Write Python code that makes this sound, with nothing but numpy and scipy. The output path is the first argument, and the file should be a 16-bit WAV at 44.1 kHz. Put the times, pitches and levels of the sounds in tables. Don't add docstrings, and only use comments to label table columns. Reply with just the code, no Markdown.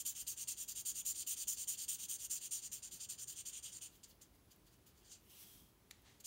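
import sys
import numpy as np
from scipy import signal
from scipy.fft import rfft, irfft
from scipy.io import wavfile

SR = 44100
rng = np.random.default_rng(int(sys.argv[2]) if len(sys.argv) > 2 else 0)


def volts(x):
    e = np.asarray(x, float) / 20
    return 10 ** e


def bounce(signal):
    frames = np.transpose(np.atleast_2d(signal))
    limited = np.clip(frames, -1, 1)
    pcm = np.round(limited * 32767).astype(np.int16)
    wavfile.write(sys.argv[1], SR, pcm)


N = 276066

# freq_hz, density_db
ROOM_COLOUR = [(22, -20.5), (53, 2), (123, -4), (248, -7.5), (370, -7.5), (470, -13.5), (802, -17),
               (949, -17), (1660, -22.5), (3250, -24), (7730, -27.5), (10800, -27.5), (16000, -24.5)]
# freq_hz, width_hz, rms_db
WHINES = [(120, 6, -82), (195, 30, -86)]
# start_s, length_s, ring_db, sag_db, hiss_over_ring_db
OUT_STROKES = [(0.049, 0.089, -43.5, 15.5, -5), (0.265, 0.086, -45.3, 12.5, -5),
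               (0.472, 0.079, -43, 15.5, -9.1), (0.676, 0.067, -46, 11, -6),
               (0.849, 0.087, -42.5, 12.5, -7.5), (1.047, 0.09, -42, 1, -5.5),
               (1.262, 0.093, -41, -1.5, -6.5), (1.47, 0.091, -42, 11.5, -6), (1.671, 0.097, -44, 15.5, -6),
               (1.878, 0.1, -43.5, 15.7, -6.5), (2.082, 0.095, -43.5, 5, -7), (2.296, 0.099, -42.5, 8, -8),
               (2.507, 0.11, -45.5, 19, -9.5), (2.714, 0.1, -52.5, 28.5, -7.2),
               (2.908, 0.094, -55, 16, -6.5), (3.086, 0.081, -50.4, 22, -9), (3.27, 0.084, -51, 13.5, -7.5),
               (3.45, 0.075, -49.5, 14, -10), (3.624, 0.098, -53.3, 16, -10.5),
               (3.808, 0.082, -51, 10, -13)]
# start_s, length_s, ring_db, sag_db, hiss_over_ring_db
BACK_STROKES = [(-0.05, 0.081, -44, -6, -8), (0.144, 0.095, -47.5, -6, -7.8), (0.361, 0.085, -46, -15, -10),
                (0.565, 0.089, -47, -3, -7.5), (0.746, 0.082, -46.5, -5.8, -7),
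                (0.938, 0.086, -45.5, -11, -7.5), (1.14, 0.1, -46.5, -7.8, -9),
                (1.357, 0.092, -44.9, -8.2, -8.7), (1.561, 0.092, -46, -5, -8.5),
                (1.769, 0.093, -45.5, -1, -9), (1.98, 0.088, -48, -5, -7), (2.181, 0.095, -48, -12, -8.0),
                (2.399, 0.086, -48.5, -14, -9.5), (2.612, 0.074, -48.5, -10, -12),
                (2.82, 0.081, -52.5, 15, -13.4), (2.992, 0.073, -48.5, -8, -13),
                (3.175, 0.074, -47.5, -13, -12.1), (3.349, 0.079, -49.4, -7, -13.5),
                (3.519, 0.087, -50.3, -3, -15), (3.713, 0.084, -52, 3, -14)]
# peak_s, rise_s, fall_s, ring_db, hiss_over_ring_db
DABS = [(3.955, 0.11, 0.08, -71.5, 0), (4.037, 0.006, 0.04, -55, -11), (4.102, 0.051, 0.048, -70, 2),
        (4.218, 0.011, 0.053, -59.5, -7), (4.355, .03, 0.054, -83, 5), (4.518, 0.022, .05, -66.5, -3),
        (4.67, .02, 0.048, -74.5, 0), (4.735, .06, 0.056, -75, -4), (4.868, .012, 0.073, -69, 2),
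        (4.98, 0.042, .12, -75, -3), (5.056, .035, 0.12, -69.5, -13), (5.128, 0.059, 0.072, -56, -14),
        (6.206, .009, 0.02, -60, -2), (6.245, .007, .04, -57, -9), (6.258, .022, .04, -47.5, -10)]
# freq_hz, width_hz, level_db
BARREL_MODES = [(6010, 480, -8.5), (6516, 230, -5.5), (6950, 203, -1), (7350, 223, -2.5), (8350, 330, -8),
                (8886, 530, -5.5), (9390, 210, -11)]
# freq_hz, width_hz, level_db
PAPER_MODES = [(2840, 720, -4), (3156, 560, -1), (3800, 410, -9.5), (4636, 470, 0.5), (4820, 620, -8.5)]
# freq_hz, density_db
FIBRE_COLOUR = [(9500, -1.5), (10500, -6.5), (11500, -3.5), (13000, -2), (15000, -0.5), (16500, 0.5)]
# freq_hz, density_db
BRUSH_COLOUR = [(3600, -13.5), (4700, -4.5), (5400, -2), (6600, 7), (7800, -0.5), (10000, -9)]
# freq_hz, density_db
COUNTER_COLOUR = [(700, -18.5), (1400, -4.0), (2400, -4.5)]
# centre_s, length_s, level_db
THUMPS = [
    (2.94, .022, -68),
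    (5.56, .02, -68),
    (5.62, .03, -68),
]
# freq_hz, density_db
HAND_COLOUR = [(30, -3), (180, -2), (450, -9)]
# time_s, peak_db, centre_hz, t60_s
SNAPS = [(5.299, -52, 12000, 0.0027), (5.429, -49, 8800, 0.0028), (5.907, -50, 9500, 0.0034),
         (5.9105, -40, 4600, 0.013), (5.9107, -46, 21000, .012), (5.9108, -63, 900, .015),
         (5.9133, -46, 5600, 0.01), (4.032, -52, 5000, .02), (4.213, -54, 5600, .05),
         (4.349, -57, 16000, .004), (6.203, -53, 6700, .02), (5.921, -56, 5400, .012),
         (6.0202, -56, 28000, .007)]
# time_s, level_db
SLIDE_SPEED = [
    (5.2, -78),
    (5.292, -69.5),
    (5.3, -62),
    (5.385, -60.5),
    (5.42, -55),
    (5.46, -61),
    (5.535, -61.5),
    (5.56, -61.5),
    (5.72, -78),
]
# freq_hz, density_db
SLIDE_COLOUR = [(2060, -11), (3500, -5), (4860, -7), (5780, -3), (8000, -9.5), (10400, -37), (17600, -120)]
# freq_hz, density_db
AIR_COLOUR = [(7500, -19.5), (8500, -6.0), (12000, -2.0), (16500, -1)]
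# freq_hz, density_db
DRAG_COLOUR = [(600, -2), (1000, -1), (2200, -1)]
# freq_hz, width_hz
EDGE_MODES = [(2950, 650), (3250, 190)]
# peak_s, rise_s, fall_s, level_db
SETTLE = [
    (5.93, .01, .25, -74),
    (6.068, .05, .26, -68.5),
]
# freq_hz, density_db
SETTLE_COLOUR = [(530, -16), (900, -6), (1400, -13), (1960, -2.5), (2360, -8), (3850, -5.5), (5210, -12),
                 (6200, -9), (12000, -22.5), (15600, -51), (22000, -120)]

FIRM_DB = -43.5


def rms_one(x):
    return x / np.sqrt(np.mean(x ** 2) + 1e-20)


def noise():
    return rng.standard_normal(N)


def drift(rate_hz):
    r = np.exp(-2 * np.pi * rate_hz / SR)
    slow = signal.lfilter([1], [1, -2 * r, r * r], rng.standard_normal(N + SR))
    return rms_one(slow[SR:])


def coloured(x, spectrum):
    hz, db = np.transpose(spectrum)
    grid = np.maximum(np.fft.rfftfreq(N, 1 / SR), 1)
    gain = volts(np.interp(np.log(grid), np.log(hz), db, -90, -90))
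    return rms_one(irfft(rfft(x) * gain, N))


def resonance(x, hz, width_hz):
    r = np.exp(-np.pi * width_hz / SR)
    poles = [1, -2 * r * np.cos(2 * np.pi * hz / SR), r * r]
    return signal.lfilter(np.array([1, 0, -1]) * (1 - r * r) / 2, poles, x)


def narrow_noise(hz, width_hz):
    once = resonance(noise(), hz, width_hz)
    return rms_one(resonance(once, hz, width_hz))


def swell(centre_s, length_s, db):
    return volts(db) * np.exp(-((np.arange(N) / SR - centre_s) / length_s) ** 2)


def touch(peak_s, rise_s, fall_s, db):
    since = np.arange(N) / SR - peak_s
    distance = np.where(since < 0, -since / rise_s, since / fall_s)
    return volts(db - 34 * np.minimum(distance, 3) ** 1.5)


def burst(at_s, peak_db, low_hz, high_hz, t60):
    crack = rng.standard_normal(2000) * volts(-60 * np.arange(2000) / SR / t60)
    band = signal.butter(2, [low_hz, min(high_hz, .45 * SR)], "band", fs=SR, output="sos")
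    crack = signal.sosfilt(band, crack)
    out = np.zeros(N)
    out[round(at_s * SR):][:len(crack)] = volts(peak_db) * crack / np.abs(crack).max()
    return out


def room_floor():
    tones = sum(volts(db) * narrow_noise(hz, width) for hz, width, db in WHINES)
    lamp_hz = 10730 + 45 * drift(60)
    lamp = volts(-86.5 + 2.0 * drift(15)) * np.sin(2 * np.pi * np.cumsum(lamp_hz) / SR)
    return volts(-69.5) * coloured(noise(), ROOM_COLOUR) + tones + lamp


def catches(per_s, spread_db):
    sizes = volts(spread_db * np.minimum(rng.exponential(1, N), 4)) * rng.choice([-1, 1], N)
    return rms_one(sizes * (rng.random(N) < per_s / SR))


def body(modes, shared, own_share, per_s, spread_db, wander_db):
    total = np.zeros(N)
    for k, (hz, width, db) in enumerate(modes):
        strength = (-1) ** k * volts(db + wander_db * drift(14.0))
        drive = np.sqrt(1 - own_share) * shared + np.sqrt(own_share) * catches(per_s, spread_db)
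        total += strength * resonance(drive, hz, width)
    return rms_one(total)


def stroke_gains(rows, slow_down_s, hiss_climb_db):
    speed_up_s, hiss_sag_share = 0.018, 0.58
    out, t = np.zeros((2, N)), np.arange(N) / SR
    for start, length, db, sag_db, hiss_db in rows:
        part = slice(max(int(start * SR), 0), int((start + length) * SR))
        since = t[part] - start
        speed = np.clip(since / speed_up_s, 0, 1) * np.clip((length - since) / slow_down_s, 0, 1)
        along = since / length - .5
        out[0, part] += speed * volts(db - sag_db * along)
        out[1, part] += speed * volts(db + hiss_db + (hiss_climb_db - hiss_sag_share * sag_db) * along)
    return out


def followed(firm, light, light_db, under_db, follows):
    pressure = (firm + volts(light_db) * light) / volts(FIRM_DB)
    return volts(FIRM_DB + under_db) * pressure ** follows


def marker():
    firm = stroke_gains(OUT_STROKES, slow_down_s=0.029, hiss_climb_db=-2.5)
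    firm = firm + stroke_gains(BACK_STROKES, slow_down_s=.026, hiss_climb_db=7)
    light = np.zeros((2, N))
    for peak_s, rise_s, fall_s, db, hiss_db in DABS:
        light += touch(peak_s, rise_s, fall_s, db) * volts(np.array([[0], [hiss_db]]))
    fibre_gain = firm[1] + light[1]
    sheet_gain = followed(firm[0], light[0], light_db=-2.5, under_db=-11.5, follows=0.57)
    counter_gain = followed(firm[0], light[0], light_db=-5, under_db=-31.5, follows=0.29)

    shared = catches(5000, 2.9)
    bite = volts(0.92 * drift(120))
    barrel = body(BARREL_MODES, shared, own_share=.4, per_s=6000, spread_db=2.5, wander_db=1.4)
    sheet = body(PAPER_MODES, shared, own_share=0.63, per_s=5000, spread_db=3.15, wander_db=3.0)
    sheet = signal.sosfilt(signal.butter(6, 2450, "high", fs=SR, output="sos"), sheet)
    fibres = coloured(catches(9000, 3.7) + 1.1 * shared, FIBRE_COLOUR)
    brush = coloured(catches(9000, 1.9), BRUSH_COLOUR)
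    rub = coloured(noise(), COUNTER_COLOUR)

    voiced = (firm[0] + .7 * light[0]) * barrel + 0.66 * light[0] * brush
    mix = volts(-0.16) * voiced + volts(-0.5) * sheet_gain * sheet
    return bite * (mix + counter_gain * rub + volts(1.2) * fibre_gain * fibres)


def watch():
    first_s, period_s = .0546, .10243
    out = np.zeros(N)
    for beat_s in np.arange(first_s, N / SR - .05, period_s):
        out += burst(beat_s, -59.5 + 2.5 * rng.standard_normal(), 13600, 18000, .007)
    return out


def hand():
    return sum(swell(*row) for row in THUMPS) * coloured(noise(), HAND_COLOUR)


def paper_snaps():
    return sum(burst(s, db, 0.4 * hz, 1.7 * hz, t60) for s, db, hz, t60 in SNAPS)


def turning_sheet():
    speed = volts(np.interp(np.arange(N) / SR, *np.transpose(SLIDE_SPEED), -120, -120))
    level, air = volts(-7) * speed, volts(-3) * speed
    grain = catches(14000, 2.5) * volts(.8 * drift(40))
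    hiss = level * coloured(grain, SLIDE_COLOUR) + air * coloured(grain, AIR_COLOUR)
    drag = level * volts(-13.5) * coloured(noise(), DRAG_COLOUR)
    rub_tone, whistle_tone = [narrow_noise(hz, width) for hz, width in EDGE_MODES]
    rub = swell(centre_s=5.345, length_s=.075, db=-71) * rub_tone
    whistle = swell(centre_s=5.52, length_s=.15, db=-74) * whistle_tone
    settle = sum(touch(*row) for row in SETTLE) * coloured(noise(), SETTLE_COLOUR)
    return hiss + drag + rub + whistle + settle


def reflections(x):
    t60_s, tail_db = 0.22, -14.5
    t = np.arange(int(.25 * SR)) / SR
    tail = rng.standard_normal(len(t)) * volts(-60 * t / t60_s) * (t > .004)
    tail = signal.sosfilt(signal.butter(1, 8000, fs=SR, output="sos"), tail)
    return volts(tail_db) * signal.fftconvolve(x, tail / np.sqrt(np.sum(tail ** 2)))[:N]


def scene():
    near = marker() + watch() + hand() + paper_snaps() + turning_sheet()
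    return (near + reflections(near) + room_floor())[None]


def top_cut(x):
    return signal.sosfilt(signal.butter(12, 16880, fs=SR, output="sos"), x)


def record(dry):
    low_pass = signal.ellip(12, .5, 50, 15760, fs=SR, output="sos")
    cut = signal.sosfilt(low_pass, dry)
    return top_cut(cut)


dry = scene()
out = record(dry)
bounce(out)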